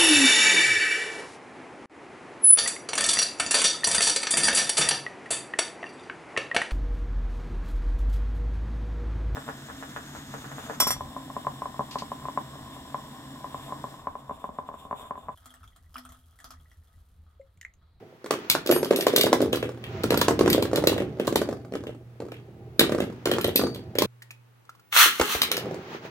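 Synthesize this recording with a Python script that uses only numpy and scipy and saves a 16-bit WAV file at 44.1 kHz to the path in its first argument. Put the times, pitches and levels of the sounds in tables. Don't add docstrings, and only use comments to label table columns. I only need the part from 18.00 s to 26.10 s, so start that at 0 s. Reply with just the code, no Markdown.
import sys
import numpy as np
from scipy import signal
from scipy.fft import rfft, irfft, next_fast_len
from scipy.io import wavfile
from scipy.ndimage import map_coordinates

SR = 44100
rng = np.random.default_rng(int(sys.argv[2]) if len(sys.argv) > 2 else 0)


def ratio(d):
    e = np.asarray(d, float) / 20
    return 10 ** e


def int16_out(signal):
    q = np.round(np.clip(np.atleast_2d(signal).T, -1, 1) * 32767)
    wavfile.write(sys.argv[1], SR, q.astype(np.int16))


N = 357210

# peak time in seconds, relative peak level in dB,
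# sharp edge relative to that peak in dB.
KNOCKS = [(0.2447, -23.5, -11.5), (0.262, -26.5, -0.5), (0.3093, -10, -1), (0.3397, -20.5, -1.5),
          (0.5517, -12, -1.5), (.662, -19, -14), (.677, -22.5, -20.5), (.6937, -7, -12.5),
          (0.7017, -2, -23.5), (0.7138, -8, -28), (.764, -9, -12.5), (0.831, -9.5, -10.5),
          (.911, -0.5, -18), (0.9267, -15.5, -8.5), (0.9892, -12, -16), (1.069, -3.5, -10.5),
          (1.098, -20.5, -12), (1.1381, -6, -20), (1.1616, -14, -7), (1.1792, -8, -17.5),
          (1.1977, -14, -19), (1.2416, -6.5, -20.5), (1.2671, -9.5, -11), (1.3219, -13.5, -20),
          (1.3304, -3.5, -3), (1.4061, -6, -18.5), (1.4259, -6.5, -19), (1.448, -16.5, -15),
          (1.5336, -10.5, -10.5), (1.6303, -14, -17), (1.6925, -24, -7.5), (2.0413, -11, -9.5),
          (2.1076, -9, -13.5), (2.1231, -7.5, -14.5), (2.1444, -16.5, 0.5), (2.1763, -12.5, -10.5),
          (2.2169, -12, 1), (2.284, -7.5, -1.5), (2.2968, -12.5, -16.5), (2.3099, -8.5, -11.5),
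          (2.3934, -9, -8.5), (2.4115, -3, -14.5), (2.462, -10.5, -15), (2.4786, -5, -10.5),
          (2.5482, -9, -15), (2.5813, -6.5, -22), (2.6258, -13.5, -9), (2.7332, -9, -13), (2.7614, -17, -8),
          (2.7775, -15, -7), (2.7844, -9.5, -19), (2.8403, -9, -10.5), (2.8741, -5.5, -20.5),
          (2.9209, -12.5, -17.5), (2.9655, -16.5, -19), (2.9841, -16, -14), (3.0055, -16, -20),
          (3.0213, -17.5, -15.5), (3.1999, -10.5, -20), (3.2782, -9.5, -8), (3.327, -11.5, -13),
          (3.36, -7.5, -6), (3.4175, -11, -9.5), (3.4903, -14, -15), (3.5121, -27, -8),
          (3.5286, -20.5, -10.5), (3.65, -37, -4.5), (3.724, -22.5, -15.5), (3.739, -21, -19),
          (3.7543, -17.5, -10), (3.839, -27.5, -10.5), (3.8709, -24, -13), (3.8942, -22.5, -22.5),
          (4.2037, -22, -12.5), (4.2236, -22.5, -21.5), (4.2661, -29, -18.5), (4.3223, -27.5, -14),
          (4.7958, -6.5, -13.5), (4.8137, -8, -9), (4.8422, -19.5, -4), (4.8953, -16.5, -10),
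          (4.923, -10, -10.5), (4.9489, -14, -15.5), (4.9863, -15.5, -13.5), (5.005, -11, -22.5),
          (5.0246, -18.5, -10.5), (5.081, -26, -20.5), (5.2598, -12, -12), (5.2735, -18, -3),
          (5.2961, -18, -12.5), (5.318, -10, -10), (5.3351, -18, -15), (5.3531, -18, -14),
          (5.3654, -24.5, -5), (5.3851, -15, -4.5), (5.4486, -9.5, -16), (5.4835, -13, -15.5),
          (5.5583, -13, -29), (5.5953, -11, -9.5), (5.6148, -17, -3), (5.638, -10, -14.5), (5.6702, -25, 0),
          (5.9561, -18, -15), (5.9871, -10.5, -16.5), (6.0219, -6.5, -9), (7.062, -21, -8),
          (7.1997, -6.5, -8.5), (7.2141, -12, 4.5), (7.3509, -20, -0.5), (7.3578, -22.5, -9.5),
          (7.5142, -23.5, -12), (7.546, -20, -18.5), (7.5788, -19.5, -11.5), (7.6266, -26, -14.5),
          (7.6585, -21, -15.5), (7.7119, -19, -17.5), (7.745, -23, -7.5), (8.0519, -27.5, -17)]
# frequency in Hz, width in Hz, relative level in dB.
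BOWL = [(81, 71, 1.5), (118.5, 81, 5.5), (225, 190, -1.5), (327, 200, -4), (353, 66.3, -3), (466, 86, -7.5),
        (494, 110, -10.5), (644, 18, -7), (787, 47, -11)]
# time in seconds,
# relative level in dB, body relative to the crack in dB.
CLACKS = [(0.309, -32.5, 9.5), (.5, 1.5, -25), (0.6632, -18.5, -12), (0.6736, -15.5, -18.5),
          (0.7128, -8, -9), (0.847, -17, -17), (0.9074, -26, 1.5), (0.9612, -11.5, -23),
          (1.0095, -10, -12.5), (1.0679, -12, -6), (1.0824, -18.5, -22.5), (1.131, -27.5, -3),
          (1.163, 0.5, -31.5), (1.2114, -1, -20), (1.329, -33, 5), (1.4178, -16.5, -25),
          (1.5296, -16.5, -6), (1.5583, -17.5, -18), (1.6273, -34, 8.5), (1.8406, -32.5, 3.5),
          (2.0358, -16.5, -14.5), (2.106, -12.5, -4.5), (2.175, -13, -12.5), (2.2139, -5.5, -17),
          (2.283, -41, 11.5), (2.3923, -20, -4.5), (2.46, -30.5, 7), (2.501, -9, -16), (2.53, -7, -15),
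          (2.625, -14, -11.5), (2.759, -10, -15), (2.8725, -3, -15), (2.98, -29.5, 5.5), (3.198, -29, 4),
          (3.2713, -17, -10.5), (3.358, -8, -15.5), (3.7375, -50.5, 19.5), (3.869, -50, 17),
          (4.3191, -39.5, 4.5), (4.795, 1, -10.5), (4.9191, -30.5, -0.5), (5.0036, -22, -3),
          (5.2568, -14, -4.5), (5.3151, -15, -3.5), (5.412, -19.5, -8), (5.4443, -12, -6),
          (5.5605, -4.5, -29), (5.7472, -27, -11), (5.9537, -29, -1), (5.9863, -6, -14),
          (6.0215, -8.5, -10), (6.9272, -25.5, 9), (6.9642, -11, 3.5), (7.198, -24, 9),
          (7.2556, -19.5, -11.5), (7.4187, -2.5, -11.5), (7.5162, -6, -8), (7.5686, -11.5, -11.5)]
# frequency in Hz, relative level in dB.
CRACK = [(1500, 0), (2500, 10), (4000, 15), (6000, 5.5), (8000, 3), (12000, 6), (15500, 3)]
# start in seconds, relative level in dB, lift of the lowest mode in dB.
RINGS = [(.712, -27, 3), (.961, -33.5, -5.5), (1.164, -41.5, 7.5), (1.21, -41, -2), (1.53, -48, 4),
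         (2.175, -28.5, 8.5), (2.501, -27, -19), (2.872, -35, -2), (3.36, -35.5, 16), (4.319, -62.5, 17),
         (4.795, -24, -41), (5.414, -35, 1.5), (5.476, -34, -8), (5.558, -18.5, 10), (5.744, -51.5, 9)]
# frequency in Hz, relative level in dB, t60 in seconds.
LOOSE_DISC = [(4818, -16, .4), (6503, -16, .4), (8915, -1, .4), (11520, 0, .35), (12890, -3, .25)]
# frequency in Hz, relative level in dB, t60 in seconds.
TOP_DISC = [(4554, -25, .5), (6029, -22, .2), (8468, -20, .18), (8829, -13, .25), (9803, -14, .1),
            (12680, 0, .06), (14020, -4, .055)]
# start in seconds, end in seconds.
LOOSE_SPAN = (.65, 1.7)
# time in seconds, rolling level in dB, skidding or whir level in dB.
TRAVEL = [(0, -40, -60.5), (.2, -55, -61), (.42, -47.5, -45.5), (.62, -45.5, -50), (1.75, -51, -58.5),
          (1.95, -34.5, -44), (3.1, -39, -55.5), (3.95, -50.5, -70), (4.15, -57, -64), (4.6, -46, -64.5),
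          (5.2, -50.5, -55.5), (6.05, -42, -61.5), (6.08, -83, -68), (7.0, -82, -67), (7.3, -64, -35),
          (7.48, -39, -44.5), (7.65, -30.5, -45), (7.82, -35.5, -47.5), (7.87, -40, -46.5),
          (7.95, -36, -38.5), (8.01, -46, -51.5), (8.06, -36, -41), (8.1, -47, -51)]
# frequency in Hz, relative level in dB.
SCRAPE = [(530, -29), (900, 2), (1030, -3), (1240, -2.5), (2430, -7.5), (6660, -22), (8370, -38),
          (14700, -33), (15800, -23)]
# time in seconds, rattle level in dB.
CORD = [(6.9, -86.5), (6.926, -34.5), (6.98, -15), (7.04, -17.5), (7.11, -37.5), (7.18, -40.5),
        (7.272, -36), (7.33, -28), (7.46, -57)]
# frequency in Hz, width in Hz, relative level in dB.
SHELL = [(1257, 410, 4), (2160, 89, -2), (2500, 1100, -6.5), (3330, 1400, 2), (4200, 340, 2),
         (6100, 780, -2.5)]
# start in seconds, relative level in dB, pitch in Hz, ringing share from 0 to 1.
HANDLING = [(6.2207, -22.5, 1880, 0.23), (6.3069, -20, 2510, 0.31), (6.65, -41, 1170, 0.2),
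            (6.693, -23.5, 1330, 0.56), (6.75, -36.5, 1110, 0.4), (6.795, -36.5, 1370, .3)]
# start in seconds, starting level in dB.
JOLTS = [(6.991, -45), (7.066, -39), (7.205, -20), (7.352, -25)]
# frequency in Hz, t60 in seconds.
ROOM = [(150, 0.84), (600, 0.076), (2000, 0.29), (6000, 0.19), (15000, 0.14)]
# frequency in Hz, likeness from -1 to 1.
ALIKE = [(300, 0.93), (700, 0.34), (1500, 0.27), (3000, -0.39), (12000, 0.38)]
# frequency in Hz, relative level in dB.
AIR = [(15, -40), (30, -26.5), (60, -20), (90, -23.5), (105, -17), (123, -10), (148, -23), (211, -23),
       (450, -24), (1000, -35), (4450, -45.5), (15800, -45)]
# time in seconds, level in dB.
HUM = [(0, -85), (1.5, -39), (4, -43.5), (6, -46.5), (6.4, -51.5), (6.8, -65), (8.1, -52)]

SPLICE_S = 6.062
EDGE_TREBLE_DB = -13.5
HOPS_PER_S, HOP_STIR_DB, HOP_ROLL_DB, HOP_SPREAD_DB, HOP_EDGE_DB = 42, -7, 12, 16.5, -10
STIR_RISE_S, STIR_SETTLE_S = 0.0067, 0.038
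LONE_STIR_DB = -7.5
STIR_ROLL_DB, STIR_SCRAPE_DB, STIR_SHAKE_DB, ROLL_SHAKE_DB = -24.5, -46, -32.5, -19.5
ROLL_HZ, ROLL_WIDTH_HZ, ROLL_LIFT_DB = 385, 65, 7.5
LOOSE_FROM_S, WHOLE_CUT_HZ = 1.37, 181
CORD_TREBLE_DB, CORD_TREBLE_GROWS = -2.5, 1.05
JOLT_HZ, JOLT_T60_S = 67.5, 0.07
HUM_HZ = 119.5
TOP_HZ = 15800


def unit(x):
    return x / np.sqrt(np.mean(x ** 2) + 1e-20)


def along(points, hz):
    f, v = np.transpose(points)
    return np.interp(np.log(hz + 1), np.log(f + 1), v)


def curves(rows):
    s, *columns = np.transpose(rows)
    return [np.interp(np.arange(N) / SR, s, column) for column in columns]


def filtered(x, response):
    size = next_fast_len(N + SR // 2)
    return irfft(rfft(x, size) * response(np.fft.rfftfreq(size, 1 / SR)), size)[..., :N]


def bass_cut(f, cut_hz):
    return (1j * f / (cut_hz + 1j * f)) ** 2


def resonances(modes):
    def response(f):
        total = 0
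        for k, (hz, width, db) in enumerate(modes):
            total = total + (-1) ** k * ratio(db) * 1j * f * width / (hz * hz - f * f + 1j * f * width)
        return total
    return response


def grit(rate, spread_db):
    chance, sign, size = rng.random((3, N))
    return unit((chance < rate / SR) * np.sign(sign - .5) * ratio(spread_db * size))


def add(track, s, sound):
    i = round(s * SR)
    track[i:i + len(sound)] += sound[:len(track) - i]


def ports(x, lead_s, left_db):
    side = np.array([[1], [-1]])
    return ratio(side * left_db / 2) * filtered(x, lambda f: np.exp(side * 1j * np.pi * f * lead_s))


def knocks():
    dents, edges, lead_s = np.zeros(N), np.zeros(N), .004
    t = np.arange(SR // 40) / SR - lead_s
    since = t + 0.0012
    blows = KNOCKS + hops()
    for (s, db, edge_db), a in zip(blows, rng.random(len(blows))):
        hz = 380 + 100 * a
        dent = np.cos(2 * np.pi * hz * t) * np.exp(-(t * hz / 0.62) ** 2)
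        add(dents, s - lead_s, ratio(db) * dent)
        fade = ratio(db + edge_db + 11.5 - 60 * since / 0.023) * (since > 0)
        add(edges, s - lead_s, fade * rng.standard_normal(len(t)))

    def edge_colour(f):
        flex = resonances([(950, 900, 0.01)])(f) * resonances([(1100, 1600, 0.01)])(f)
        return flex + resonances([(3200, 4000, EDGE_TREBLE_DB)])(f)

    bowl_hum = ratio(-15) * filtered(dents, resonances(BOWL))
    return dents + filtered(edges, edge_colour) + bowl_hum


def hops():
    rolling, skidding, stir = activity()
    jitter, size, edge = rng.random((int(N / SR * HOPS_PER_S) - 1, 3)).T
    s = (np.arange(len(jitter)) + .5 + jitter) / HOPS_PER_S
    at = np.minimum(s * SR, N - 1).astype(int)
    hard = ratio(2 * HOP_STIR_DB) * stir[at] + 1e-12
    soft = ratio(2 * HOP_ROLL_DB) * rolling[at]
    peak_db = 10 * np.log10(hard + soft) - HOP_SPREAD_DB * size
    edge_db = HOP_EDGE_DB + 12 * (edge - .5) + 10 * np.log10(hard / (hard + soft))
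    return list(zip(s, peak_db, edge_db))


def activity():
    blows, t = np.zeros(N), np.arange(SR) / SR
    for s, db, edge_db in KNOCKS:
        blows[round(s * SR)] += ratio(2 * db)
    shape = np.exp(-t / STIR_SETTLE_S) * (1 - np.exp(-t / STIR_RISE_S))
    spliced = np.arange(N) > SPLICE_S * SR
    stir = sum(part * np.abs(signal.fftconvolve(blows * part, shape)[:N]) for part in (spliced, ~spliced))
    stir = stir * ratio(2 * LONE_STIR_DB * spliced)
    rolling_db, skidding_db = curves(TRAVEL)
    return ratio(2 * rolling_db), ratio(2 * skidding_db), stir


def loaded(x):
    t = np.arange(N) / SR
    loose = np.clip((t - LOOSE_FROM_S) / 0.13, 0, 1) * (t < SPLICE_S + .1)
    return loose * x + (1 - loose) * filtered(x, lambda f: bass_cut(f, WHOLE_CUT_HZ))


def clacks():
    crack, body, t = np.zeros(N), np.zeros(N), np.arange(SR // 20) / SR
    for (s, db, body_db), draw in zip(CLACKS, rng.random((len(CLACKS), 3, 2))):
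        delays = np.r_[0, np.cumsum(.006 + .02 * draw[:, 0])]
        losses_db = np.r_[0, np.cumsum(7 + 9 * draw[:, 1])]
        for delay, loss_db in zip(delays, losses_db):
            noise = rng.standard_normal((2, len(t))) * (1 - np.exp(-t / 0.0015))
            crack_fade = ratio(db - loss_db - 4.5 - 60 * t / 0.013)
            body_fade = ratio(db - 0.5 * loss_db + body_db + 18.5 - 60 * t / 0.012)
            add(crack, s + delay - .001, crack_fade * noise[0])
            add(body, s + delay - .001, body_fade * noise[1])
    crack = filtered(crack, lambda f: ratio(along(CRACK, f)))
    return crack + filtered(body, resonances([(1777, 2000, -2.0), (3400, 800, 0.5)]))


def discs():
    ring, t = np.zeros(N), np.arange(SR // 2) / SR
    for s, db, low_db in RINGS:
        disc = LOOSE_DISC if LOOSE_SPAN[0] < s < LOOSE_SPAN[1] else TOP_DISC
        for (hz, level_db, t60), (a, b) in zip(disc, rng.standard_normal((8, 2))):
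            beat = 1 + 0.52 * np.cos(2 * np.pi * (25 + 8 * b) * t)
            rough = .012 * np.cumsum(rng.standard_normal(len(t)))
            level_db = level_db + low_db * (hz == disc[0][0])
            fade = ratio(db + level_db + 1.6 * a - 60 * t / t60)
            add(ring, s, fade * beat * np.sin(2 * np.pi * hz * t + rough))
    return ring


def motion():
    free, skid, stir = activity()

    def soft_tip(f):
        return resonances(BOWL)(f) / (1 + (f / 1400) ** 2)

    def steady_tip(f):
        return soft_tip(f) * (4 + resonances([(ROLL_HZ, ROLL_WIDTH_HZ, ROLL_LIFT_DB)])(f))

    def floor_shake(f):
        return resonances([(105, 120, 0.01)])(f) ** 2

    def scrape_colour(f):
        return ratio(along(SCRAPE, f))

    contact = .6 * grit(220, spread_db=8) + .8 * rng.standard_normal(N)
    rolling = np.sqrt(free) * unit(filtered(contact, steady_tip))
    tumble = 2.1 * grit(220, spread_db=21.0) + 0.4 * rng.standard_normal(N)
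    patter = ratio(STIR_ROLL_DB) * np.sqrt(stir) * unit(filtered(tumble, soft_tip))
    shake = np.sqrt(ratio(2 * ROLL_SHAKE_DB) * free + ratio(2 * STIR_SHAKE_DB) * stir)
    shaking = shake * unit(filtered(rng.standard_normal(N), floor_shake))
    skid_or_whir = np.sqrt(skid) * unit(filtered(rng.standard_normal((2, N)), scrape_colour))
    grains = np.array([1.2 * grit(400, spread_db=21.0) + 0.41 * rng.standard_normal(N) for port in "LR"])
    scraping = ratio(STIR_SCRAPE_DB) * np.sqrt(stir) * unit(filtered(grains, scrape_colour))
    return ports(loaded(rolling + patter + shaking), .00004, -1.8) + skid_or_whir + scraping


def launcher():
    level_db, = curves([(0, -120), (6.89, -120)] + CORD + [(7.5, -120)])
    strongest_db = level_db.max()
    treble_db = strongest_db + CORD_TREBLE_DB + CORD_TREBLE_GROWS * (level_db - strongest_db)
    teeth = grit(900, spread_db=8)
    both = np.array([0.81 * teeth + 0.6 * rng.standard_normal(N) for port in "LR"])
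    rattle = ratio(level_db) * unit(filtered(both, lambda f: resonances(SHELL)(f) * bass_cut(f, 600)))
    hiss = ratio(treble_db) * unit(filtered(both, lambda f: (f / 5500) ** 3 / (1 + (f / 5500) ** 3)))
    ticks, t = np.zeros(N), np.arange(SR // 20) / SR
    for s, db, hz, share in HANDLING:
        tone = np.sin(2 * np.pi * hz * t) * ratio(-60 * t / 0.02)
        rub = rng.standard_normal(len(t)) * ratio(-60 * t / 0.028) * (1 - np.exp(-t / 0.0046))
        add(ticks, s, ratio(db) * (share * tone + (1 - share) * rub))
    return rattle + hiss, filtered(ticks, lambda f: bass_cut(f, 600) / (1 + 1j * f / 5000))


def jolts():
    thud, t = np.zeros(N), np.arange(SR // 4) / SR
    for s, db in JOLTS:
        add(thud, s, ratio(db - 60 * t / JOLT_T60_S) * np.sin(2 * np.pi * JOLT_HZ * t))
    return thud


def room(x):
    wet, step = np.zeros((2, N + SR)), SR // 4
    for i in range(0, N, step):
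        hz, t, (a, b) = signal.stft(rng.standard_normal((2, SR // 2)), SR, nperseg=256)
        turn = np.arccos(np.clip(along(ALIKE, hz), -1, 1))[:, None] / 2
        pair = np.array([np.cos(turn) * a + np.sin(turn) * b, np.cos(turn) * a - np.sin(turn) * b])
        decay = ratio(-60 * t / along(ROOM, hz)[:, None])
        tail = signal.istft(pair * decay, SR, nperseg=256)[1]
        answer = signal.fftconvolve(x[None, i:i + step], tail / np.linalg.norm(tail[0]), axes=1)
        wet[:, i + 90:i + 90 + answer.shape[1]] += answer
    return wet[:, :N]


def background():
    air = ratio(-63.5) * unit(filtered(rng.standard_normal((2, N)), lambda f: ratio(along(AIR, f))))
    nodes = rng.standard_normal(int(N / SR * 6) + 4)
    waver_db = 1.3 * map_coordinates(nodes, [np.arange(N) * 6 / SR])
    hum = ratio(curves(HUM)[0] + waver_db) * np.sin(2 * np.pi * HUM_HZ * np.arange(N) / SR)
    return air + hum * ratio([[-.8], [.8]])


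def scene():
    low, high, ring = loaded(knocks()), clacks(), discs()
    cord, ticks = launcher()
    t = np.arange(N) / SR
    fight = np.clip((SPLICE_S - t) / .005, 0, 1)
    launch = t > SPLICE_S + .1
    source = ratio(-4) * low + ratio(-3.5) * high + ratio(-4) * ring
    fight_wet = room(source * fight) * fight
    launch_wet = ratio(-0.5) * room(source * launch + ratio(-9) * ticks + ratio(1.0) * cord[0])
    bright = (high + ring * fight) * (fight + launch) + ticks
    close = ports(low, .00004, -1.8) + ports(bright, .00015, -0.36)
    return close + fight_wet + launch_wet + cord + motion() + jolts() + background()


def band_limit(x):
    return signal.sosfilt(signal.butter(12, 16970, fs=SR, output="sos"), x)


def record(dry):
    limited = filtered(dry, lambda f: (f < TOP_HZ) * bass_cut(f, 45))
    mix = limited / (1 + np.abs(limited) ** 8) ** (1 / 8)
    return band_limit(mix)


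dry = scene()
out = record(dry)
int16_out(out)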